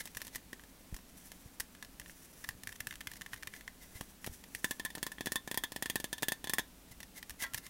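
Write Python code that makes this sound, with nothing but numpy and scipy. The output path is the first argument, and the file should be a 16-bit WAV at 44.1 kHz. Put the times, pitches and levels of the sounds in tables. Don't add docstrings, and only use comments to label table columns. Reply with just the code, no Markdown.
import sys
import numpy as np
from scipy import signal
from scipy.fft import rfft, irfft, next_fast_len
from scipy.io import wavfile
from scipy.ndimage import uniform_filter1d

SR = 44100
rng = np.random.default_rng(int(sys.argv[2]) if len(sys.argv) > 2 else 0)


def dump_mix(stems):
    frames = np.atleast_2d(stems).T
    limited = np.clip(frames, -1, 1)
    pcm = np.round(limited * 32767).astype(np.int16)
    wavfile.write(sys.argv[1], SR, pcm)


N = 339129
TIME = np.arange(N) / SR
AGE = TIME[:8192]


def undb(db):
    return 10 ** (np.asarray(db) / 20)

def unit_rms(x):
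    return x / np.sqrt(np.mean(x ** 2))

def equal_energy(x):
    return x / np.sqrt(np.sum(x ** 2) / (SR / 100))

def decay(t60):
    return np.exp(-np.log(1000) * AGE / t60)

def damped_sine(hz, t60):
    return np.sin(2 * np.pi * hz * AGE) * decay(t60)

def add(out, start, x):
    i = max(int(start * SR), 0)
    out[i:i + len(x)] += x[:max(N - i, 0)]

def colour(x, spectrum, tilt_db=0):
    size = next_fast_len(len(x) // 2 + 1) * 2
    octave = np.log2(np.maximum(np.arange(size // 2 + 1) * SR / size, 1))
    hz, db = np.transpose(spectrum)
    db = np.interp(octave, np.log2(hz), db) + tilt_db * np.maximum(octave - np.log2(3000), 0)
    cepstrum = irfft(np.log(undb(db)))
    cepstrum[1:size // 2] *= 2
    cepstrum[size // 2 + 1:] = 0
    return irfft(rfft(x, size) * np.exp(rfft(cepstrum)))[:len(x)]

def noise_burst(t60, spectrum):
    return equal_energy(colour(rng.standard_normal(len(AGE)) * decay(t60), spectrum))

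def ring(modes, scatter_db, detune, upper_db=0):
    out = 0
    for hz, db, t60 in modes:
        size, shift, side = rng.standard_normal(3)
        gain = np.sign(side) * undb(db + scatter_db * size + upper_db * (hz > 3000))
        out = out + gain * damped_sine(hz * (1 + detune * shift), t60)
    return equal_energy(out)

# frequency in Hz, relative level in dB.
FLOOR_SPECTRUM = [(20, -5.5), (52, 0), (80, -6.5), (125, -12.5), (185, -2.5), (215, -8), (265, -4),
                  (360, -13.5), (600, -16), (1200, -20.5), (2500, -22), (6000, -25), (11000, -25),
                  (16000, -26)]
def background(noise_db=-58, hum_db=-70, mains_hz=50):
    noise = unit_rms(colour(rng.standard_normal(N), FLOOR_SPECTRUM))
    hum = unit_rms(np.sin(2 * np.pi * mains_hz * TIME))
    return undb(noise_db) * noise + undb(hum_db) * hum

def kitchen_reverb(x, t60=0.16, wet_db=-19, build_s=0.0077):
    t = TIME[:SR // 2]
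    envelope = np.exp(-np.log(1000) * t / t60) * np.clip(t / build_s, 0, 1)
    tail = rng.standard_normal(len(t)) * envelope
    tail = colour(tail / np.linalg.norm(tail), [(100, -0.5), (1000, 2.5), (3000, 3.5)], tilt_db=-2)
    return undb(wet_db) * signal.fftconvolve(x, tail)[:N]

# start in seconds, level in dB, frequency in Hz.
FOAM_BUMPS = [(.165, -40, 115), (0.926, -28.5, 128), (0.936, -31.5, 35.4), (1.46, -37, 104),
              (2.551, -41, 115), (3.956, -35, 95), (4.0086, -36, 120), (4.271, -35, 110),
              (4.295, -33.5, 59.4), (4.32, -40, 70), (6.912, -40, 107), (7.309, -41, 56.3)]
def foam_bumps(cycles=2.5):
    out = np.zeros(N)
    for start, db, hz in FOAM_BUMPS:
        add(out, start, undb(db) * damped_sine(hz, cycles / hz))
    return out

def stick_slip(per_second, spread_db):
    caught = rng.random(N) < per_second / SR
    slips = caught * rng.standard_normal(N)
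    return unit_rms(slips * undb(spread_db * np.minimum(rng.exponential(size=N), 4)))

def stroke(start, length, attack_s=0.022, release_s=0.1):
    rise = np.clip((TIME - start) / attack_s + .5, 0, 1)
    fall = np.clip((start + length - TIME) / release_s + .5, 0, 1)
    return rise * fall

# frequency in Hz, relative level in dB.
FRICTION_SPECTRUM = [(500, -9), (1300, -7), (1750, 4), (2300, -4), (5000, -5.5), (5500, -7), (6800, 0),
                     (8700, 2.5), (9400, -0.5), (10500, 5), (13000, -1), (16000, -1)]
# start in seconds, length in seconds, level in dB.
FINGER_STROKES = [(0, .25, -65.5), (0.796, 0.19, -70.5), (1.169, 0.14, -59.5), (1.335, 0.14, -63),
                  (2.037, 0.24, -59.5), (2.307, 0.21, -63), (2.68, 0.077, -60), (2.89, 0.052, -53),
                  (3.824, 0.29, -61), (4.222, 0.18, -58), (4.48, 0.29, -59.5)]
def finger_slides(rasp_hz=5840, rasp_width_hz=450, rasp_db=-8.5, creep_db=-73, flutter_db=3.5):
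    flutter = unit_rms(uniform_filter1d(uniform_filter1d(rng.standard_normal(N), size=700), size=700))
    friction = unit_rms(colour(stick_slip(per_second=8000, spread_db=2.8), FRICTION_SPECTRUM))
    resonance = signal.iirpeak(rasp_hz, rasp_hz / rasp_width_hz, fs=SR)
    rasp = unit_rms(signal.lfilter(*resonance, rng.standard_normal(N)))
    gliding = sum(undb(db) * stroke(start, length) for start, length, db in FINGER_STROKES)
    envelope = np.hypot(gliding, undb(creep_db))
    return (friction + undb(rasp_db) * rasp) * envelope * undb(flutter_db * flutter)

# centre in seconds, Gaussian width in seconds, level in dB.
NAIL_SCRATCHES = [(.006, 0.0089, -42.5), (.068, 0.0089, -56), (.27, 0.01, -55), (.345, .013, -54),
                  (3.115, 0.02, -58), (3.171, 0.004, -51), (3.33, .011, -56), (3.378, 0.0035, -53),
                  (3.56, 0.026, -55.5), (3.83, 0.013, -54), (3.967, 0.015, -52.5), (6.92, 0.0068, -53),
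                  (7.165, .008, -52), (7.183, 0.0073, -47), (7.41, .011, -45.5), (7.431, 0.0096, -37.5),
                  (7.57, .02, -52), (7.655, 0.016, -52.5)]
def nail_scratches(modes_db=-5):
    pressure = sum(undb(db) * np.exp(-.5 * ((TIME - centre) / width) ** 2)
                   for centre, width, db in NAIL_SCRATCHES)
    catch = equal_energy(colour(signal.unit_impulse(len(AGE)), WALL_SPECTRUM))
    response = catch + undb(modes_db) * ring(WALL_RESONANCES, scatter_db=-7, detune=0.0091)
    force = pressure * stick_slip(per_second=9000, spread_db=0)
    return signal.fftconvolve(force, response / np.linalg.norm(response))[:N]

# frequency in Hz, relative level in dB.
RECOIL_SPECTRUM = [(25, -33), (80, -6), (190, 1), (310, 1), (450, -3), (750, -5.5), (1400, -19),
                   (5000, -89)]
def recoil():
    return equal_energy(colour(signal.unit_impulse(len(AGE)), RECOIL_SPECTRUM))

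# start in seconds, level in dB.
GRIP_CONTACTS = [(0.531, -49.5), (4.011, -43.5), (4.275, -43), (4.9742, -48), (7.424, -51.5)]
def grip_knocks(flex_db=-8, flex_t60=0.0099):
    out, knock = np.zeros(N), recoil()
    for start, db in GRIP_CONTACTS:
        flex = noise_burst(flex_t60, [(300, -11), (1050, -3), (1500, 0), (4000, -16)])
        add(out, start, undb(db) * (knock + undb(flex_db) * flex))
    return out

# frequency in Hz, relative level in dB, T60 in seconds.
LOOSE_RESONANCES = [(674, -15, 0.18), (1030, -1.5, 0.23), (970, -13, 0.24), (1070, -18, 0.22),
                    (1347, -12, 0.6), (1660, 8, 0.088), (1860, -14, .12), (1970, 7, 0.11),
                    (2140, -10, 0.13), (2300, -15, .14), (3290, -13, 0.12), (3340, -3, 0.13),
                    (4500, -6, .12)]
def loose_ring(start=7.437, db=-35.5, rasp_db=-6, rasp_t60=0.08):
    out = np.zeros(N)
    modes = ring(LOOSE_RESONANCES, scatter_db=-3, detune=0.0034)
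    partners = ring(LOOSE_RESONANCES, scatter_db=-3, detune=0.0275)
    rasp = noise_burst(rasp_t60, [(400, -19), (950, 2), (1350, -12), (1850, -1), (2700, -9), (9000, -20)])
    flick = equal_energy(modes + partners) + undb(rasp_db) * rasp
    add(out, start, undb(db) * equal_energy(flick))
    return out

def brightness(click_db, ring_db, usual_db=-43):
    return 0.15 * (click_db - usual_db) - 0.2 * ring_db

def shell_click(grain, spectrum, tilt_db, t60, snap, linger_db, linger_t60=0.086, variety=1.9):
    envelope = (decay(t60) + undb(linger_db) * decay(linger_t60)) * (1 - decay(0.00024))
    noise = grain + variety * rng.standard_normal(len(AGE))
    crowd = colour(equal_energy(noise * envelope), spectrum, tilt_db)
    contact = equal_energy(signal.unit_impulse(len(AGE), 6))
    return equal_energy(crowd + snap * colour(contact, spectrum, tilt_db + 1.8))

def nail_bounce(click, max_gain=0.37, lag_s=0.0028):
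    lag = int(SR * lag_s * (0.25 + rng.random()))
    delayed = np.pad(click, (lag, 0))[:len(click)]
    return equal_energy(click + max_gain * rng.random() * delayed)

def grazes(taps, probability=0.3, after_s=0.03, click_db=-58, ring_db=-1):
    chance = rng.random((len(taps), 3))
    return [(start + after_s * (.5 + late), click_db + 20 * np.log10(.5 + size), ring_db)
            for (start, _, _), (luck, late, size) in zip(taps, chance) if luck < probability]

# frequency in Hz, relative level in dB, T60 in seconds.
END_RESONANCES = [(970, -14.5, 0.093), (1039, -7, 0.065), (1610, -12, 0.08), (1748, 5.5, 0.053),
                  (1850, 2, 0.04), (1872, 2, 0.029), (2090, -17, 0.095), (3164, -15, 0.051),
                  (3360, -2.5, 0.051), (3520, -7.5, 0.069), (3640, -16, 0.13), (6360, -14, 0.062),
                  (11000, -4, 0.013)]
# frequency in Hz, relative level in dB.
END_SPECTRUM = [(200, -11.5), (600, -5.5), (950, 4), (1300, -18), (2400, 1.5), (4400, 0), (6300, -0.5),
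                (10500, 0.5), (13000, -2), (16500, -1)]
# time in seconds, gain of the modes above 3 kHz in dB.
UPPER_MODE_GAIN = [(4.6, 0.5), (5.0, -3.5), (6.3, 4.5), (7.1, 1)]
# start in seconds, click level in dB, relative ring and knock levels in dB.
END_STRIKES = [(4.6442, -32.5, 1.5, -8), (4.7098, -34.5, -4.5, -9.5), (4.7972, -43.5, 3.5, -2.5),
               (4.8502, -36, -2, -14), (4.8593, -48.5, 6, -16), (4.9032, -51, 0.5, -12),
               (4.952, -41.5, -4.5, -8.5), (4.9809, -49.5, -5, -1), (5.029, -33.5, -6.5, -9.5),
               (5.0663, -39.5, -2.5, -7), (5.1183, -46, 1.5, -21), (5.1833, -58.5, 10.5, 3),
               (5.2082, -42.5, -1, 1.5), (5.2589, -37, -7, -10), (5.2705, -41, 3.5, 2),
               (5.32, -33.5, -6, -11), (5.3576, -34, 1, -10), (5.476, -45, -1, 0.5),
               (5.5135, -38, -3.5, -5), (5.544, -41, -5, -6.5), (5.5745, -31, -5.5, -11),
               (5.6372, -37.5, 1.5, -13), (5.6402, -42.5, 0, -8), (5.7202, -44, -7, -4),
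               (5.7618, -40.5, -3.5, -4), (5.8243, -35.5, -2.5, -6.5), (5.8587, -40.5, 1.5, -6),
               (5.899, -34, -3, -9), (5.9571, -32.5, -2.5, -5), (6.0006, -42, -6, -5),
               (6.0425, -38, -4, -3.5), (6.129, -37, -0.5, -8.5), (6.1813, -48, -0.5, -11),
               (6.224, -37, -15, -6.5), (6.2307, -33, -2.5, -5.5), (6.2842, -31, -3.5, -10),
               (6.3204, -35, -0.5, -6.5), (6.4425, -41.5, -3.5, -3.5), (6.4722, -45, 3, -4),
               (6.4962, -34.5, -5, -10), (6.5354, -29.5, -6, -13), (6.584, -33.5, 2.5, -7.5),
               (6.5936, -38, -3, -3.5)]
def drum_roll(t60=0.04, tilt_db=-3, dull_per_knock=0.18):
    out, grain, knock = np.zeros(N), rng.standard_normal(len(AGE)), recoil()
    for start, db, ring_db, knock_db in END_STRIKES:
        tilt = tilt_db + brightness(db, ring_db) - dull_per_knock * knock_db
        click = shell_click(grain, END_SPECTRUM, tilt, t60, snap=0.39, linger_db=-27)
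        upper_db = np.interp(start, *np.transpose(UPPER_MODE_GAIN))
        modes = ring(END_RESONANCES, scatter_db=4, detune=0.013, upper_db=upper_db)
        tap = undb(0.56) * click + undb(ring_db + 1) * modes + undb(knock_db + 0.5) * knock
        add(out, start, undb(db) * tap)
    return out

# frequency in Hz, relative level in dB, T60 in seconds.
WALL_RESONANCES = [(1370, -16, 0.012), (1663, -3.5, 0.014), (1784, 2.5, 0.02), (1983, -5, 0.025),
                   (2130, -9.5, 0.018), (2434, -11, 0.018), (2860, -25.5, 0.012), (3596, -16.5, 0.031),
                   (5400, -40, 0.009)]
# frequency in Hz, relative level in dB.
WALL_SPECTRUM = [(300, -19.5), (800, 0), (1150, 1), (1450, -13.5), (2700, 2), (4700, -0.5), (5600, 2),
                 (7600, -0.5), (11000, 1.5), (14000, -1), (16500, -4)]
# time in seconds, firmness from 0 to 1.
HAND_PRESSURE = [(.3, .25), (1.3, 0.04), (1.7, 0.53), (2.5, 1), (3.6, 0.75), (4.2, 0), (4.55, 0.55),
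                 (7.0, 0.37), (7.6, 0.7)]
# start in seconds, click level in dB, relative ring level in dB.
DRY_STRIKES = [(.0073, -46.5, -0.5), (0.0557, -44.5, -15), (0.0748, -51, -5), (.149, -50, -8),
               (.1702, -40, -3.5), (0.203, -57, -6), (0.2172, -42.5, -3.5), (.2493, -50.5, -13),
               (0.2688, -48, -14), (0.28, -51.5, -7), (0.349, -48, -3), (0.3576, -39, -3.5),
               (0.5304, -48, 3), (0.5957, -59.5, 3.5), (.944, -49.5, -6.5), (.965, -49.5, -9),
               (1.318, -49, -7.5), (1.5997, -39, -8), (1.6041, -37, -3.5), (1.7503, -57.5, 0),
               (1.826, -47.5, 1), (1.848, -53, -5), (1.998, -45.5, -5.5), (2.0152, -58, 1),
               (2.0604, -57.5, 2), (2.0962, -58, 5), (2.441, -50, -1), (2.445, -50.5, 5.5),
               (2.4893, -39, 0), (2.635, -47, -8), (2.6724, -43, 0.5), (2.6913, -52, 2),
               (2.7258, -50.5, -1), (2.761, -54, -12), (2.805, -40.5, -1.5), (2.8707, -40.5, 0.5),
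               (2.909, -49.5, 4.5), (2.926, -53, 4), (2.956, -50.5, -6), (3.0072, -49.5, -0.5),
               (3.012, -49.5, 0), (3.0718, -42, 0.5), (3.116, -50, -0.5), (3.1357, -50, -7),
               (3.2114, -50, 0.5), (3.2178, -46.5, 1), (3.2624, -51, 3.5), (3.3332, -47, 6),
               (3.341, -47.5, -5), (3.426, -53, 1), (3.4321, -48, 2), (3.473, -43.5, -0.5),
               (3.538, -53, 5.5), (3.6096, -56.5, 2.5), (3.678, -48.5, 5.5), (4.01, -44, -4),
               (4.2443, -46.5, 0.5), (4.264, -42.5, -12), (4.2702, -45.5, -7), (4.4391, -52.5, -3.5),
               (4.5491, -40.5, -2), (7.004, -49, -5), (7.03, -49, -1.5), (7.2281, -48.5, 0),
               (7.296, -45, -8), (7.3058, -46.5, -5), (7.4232, -41, -7), (7.5363, -44, -8),
               (7.5453, -35.5, -5.5), (7.5774, -44, -7), (7.5813, -45.5, -5), (7.666, -49.5, -5.5)]
def dry_taps(tilt_db=-1.8, pressed_bass_db=-7, thud_hz=104.4, thud_t60=0.044):
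    out, grain, knock = np.zeros(N), rng.standard_normal(len(AGE)), recoil()
    thud = damped_sine(thud_hz, thud_t60)
    for start, db, ring_db in list(DRY_STRIKES) + grazes(DRY_STRIKES):
        press = np.interp(start, *np.transpose(HAND_PRESSURE))
        t60 = np.interp(press, (0, 1), (0.041, 0.02))
        knock_db = np.interp(press, (0, 1), (-9, -30))
        thud_db = np.interp(press, (0, 1), (-8.5, -1))
        tilt = tilt_db + brightness(db, ring_db)
        click = shell_click(grain, WALL_SPECTRUM, tilt, t60, snap=0.48, linger_db=-40)
        modes = ring(WALL_RESONANCES, scatter_db=3.5, detune=0.025)
        tick = nail_bounce(click) + undb(ring_db) * modes
        tick = colour(tick, [(500, pressed_bass_db * press), (1500, 0)])
        add(out, start, undb(db) * (tick + undb(knock_db) * knock + undb(thud_db) * thud))
    return out

def scene():
    can = dry_taps() + drum_roll() + grip_knocks() + nail_scratches() + finger_slides() + loose_ring()
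    return (can + kitchen_reverb(can) + foam_bumps() + background())[None]

def record(dry, cutoff_hz=15750):
    return signal.sosfilt(signal.ellip(8, .2, 70, cutoff_hz, fs=SR, output="sos"), dry)

dry = scene()
out = record(dry)
dump_mix(out)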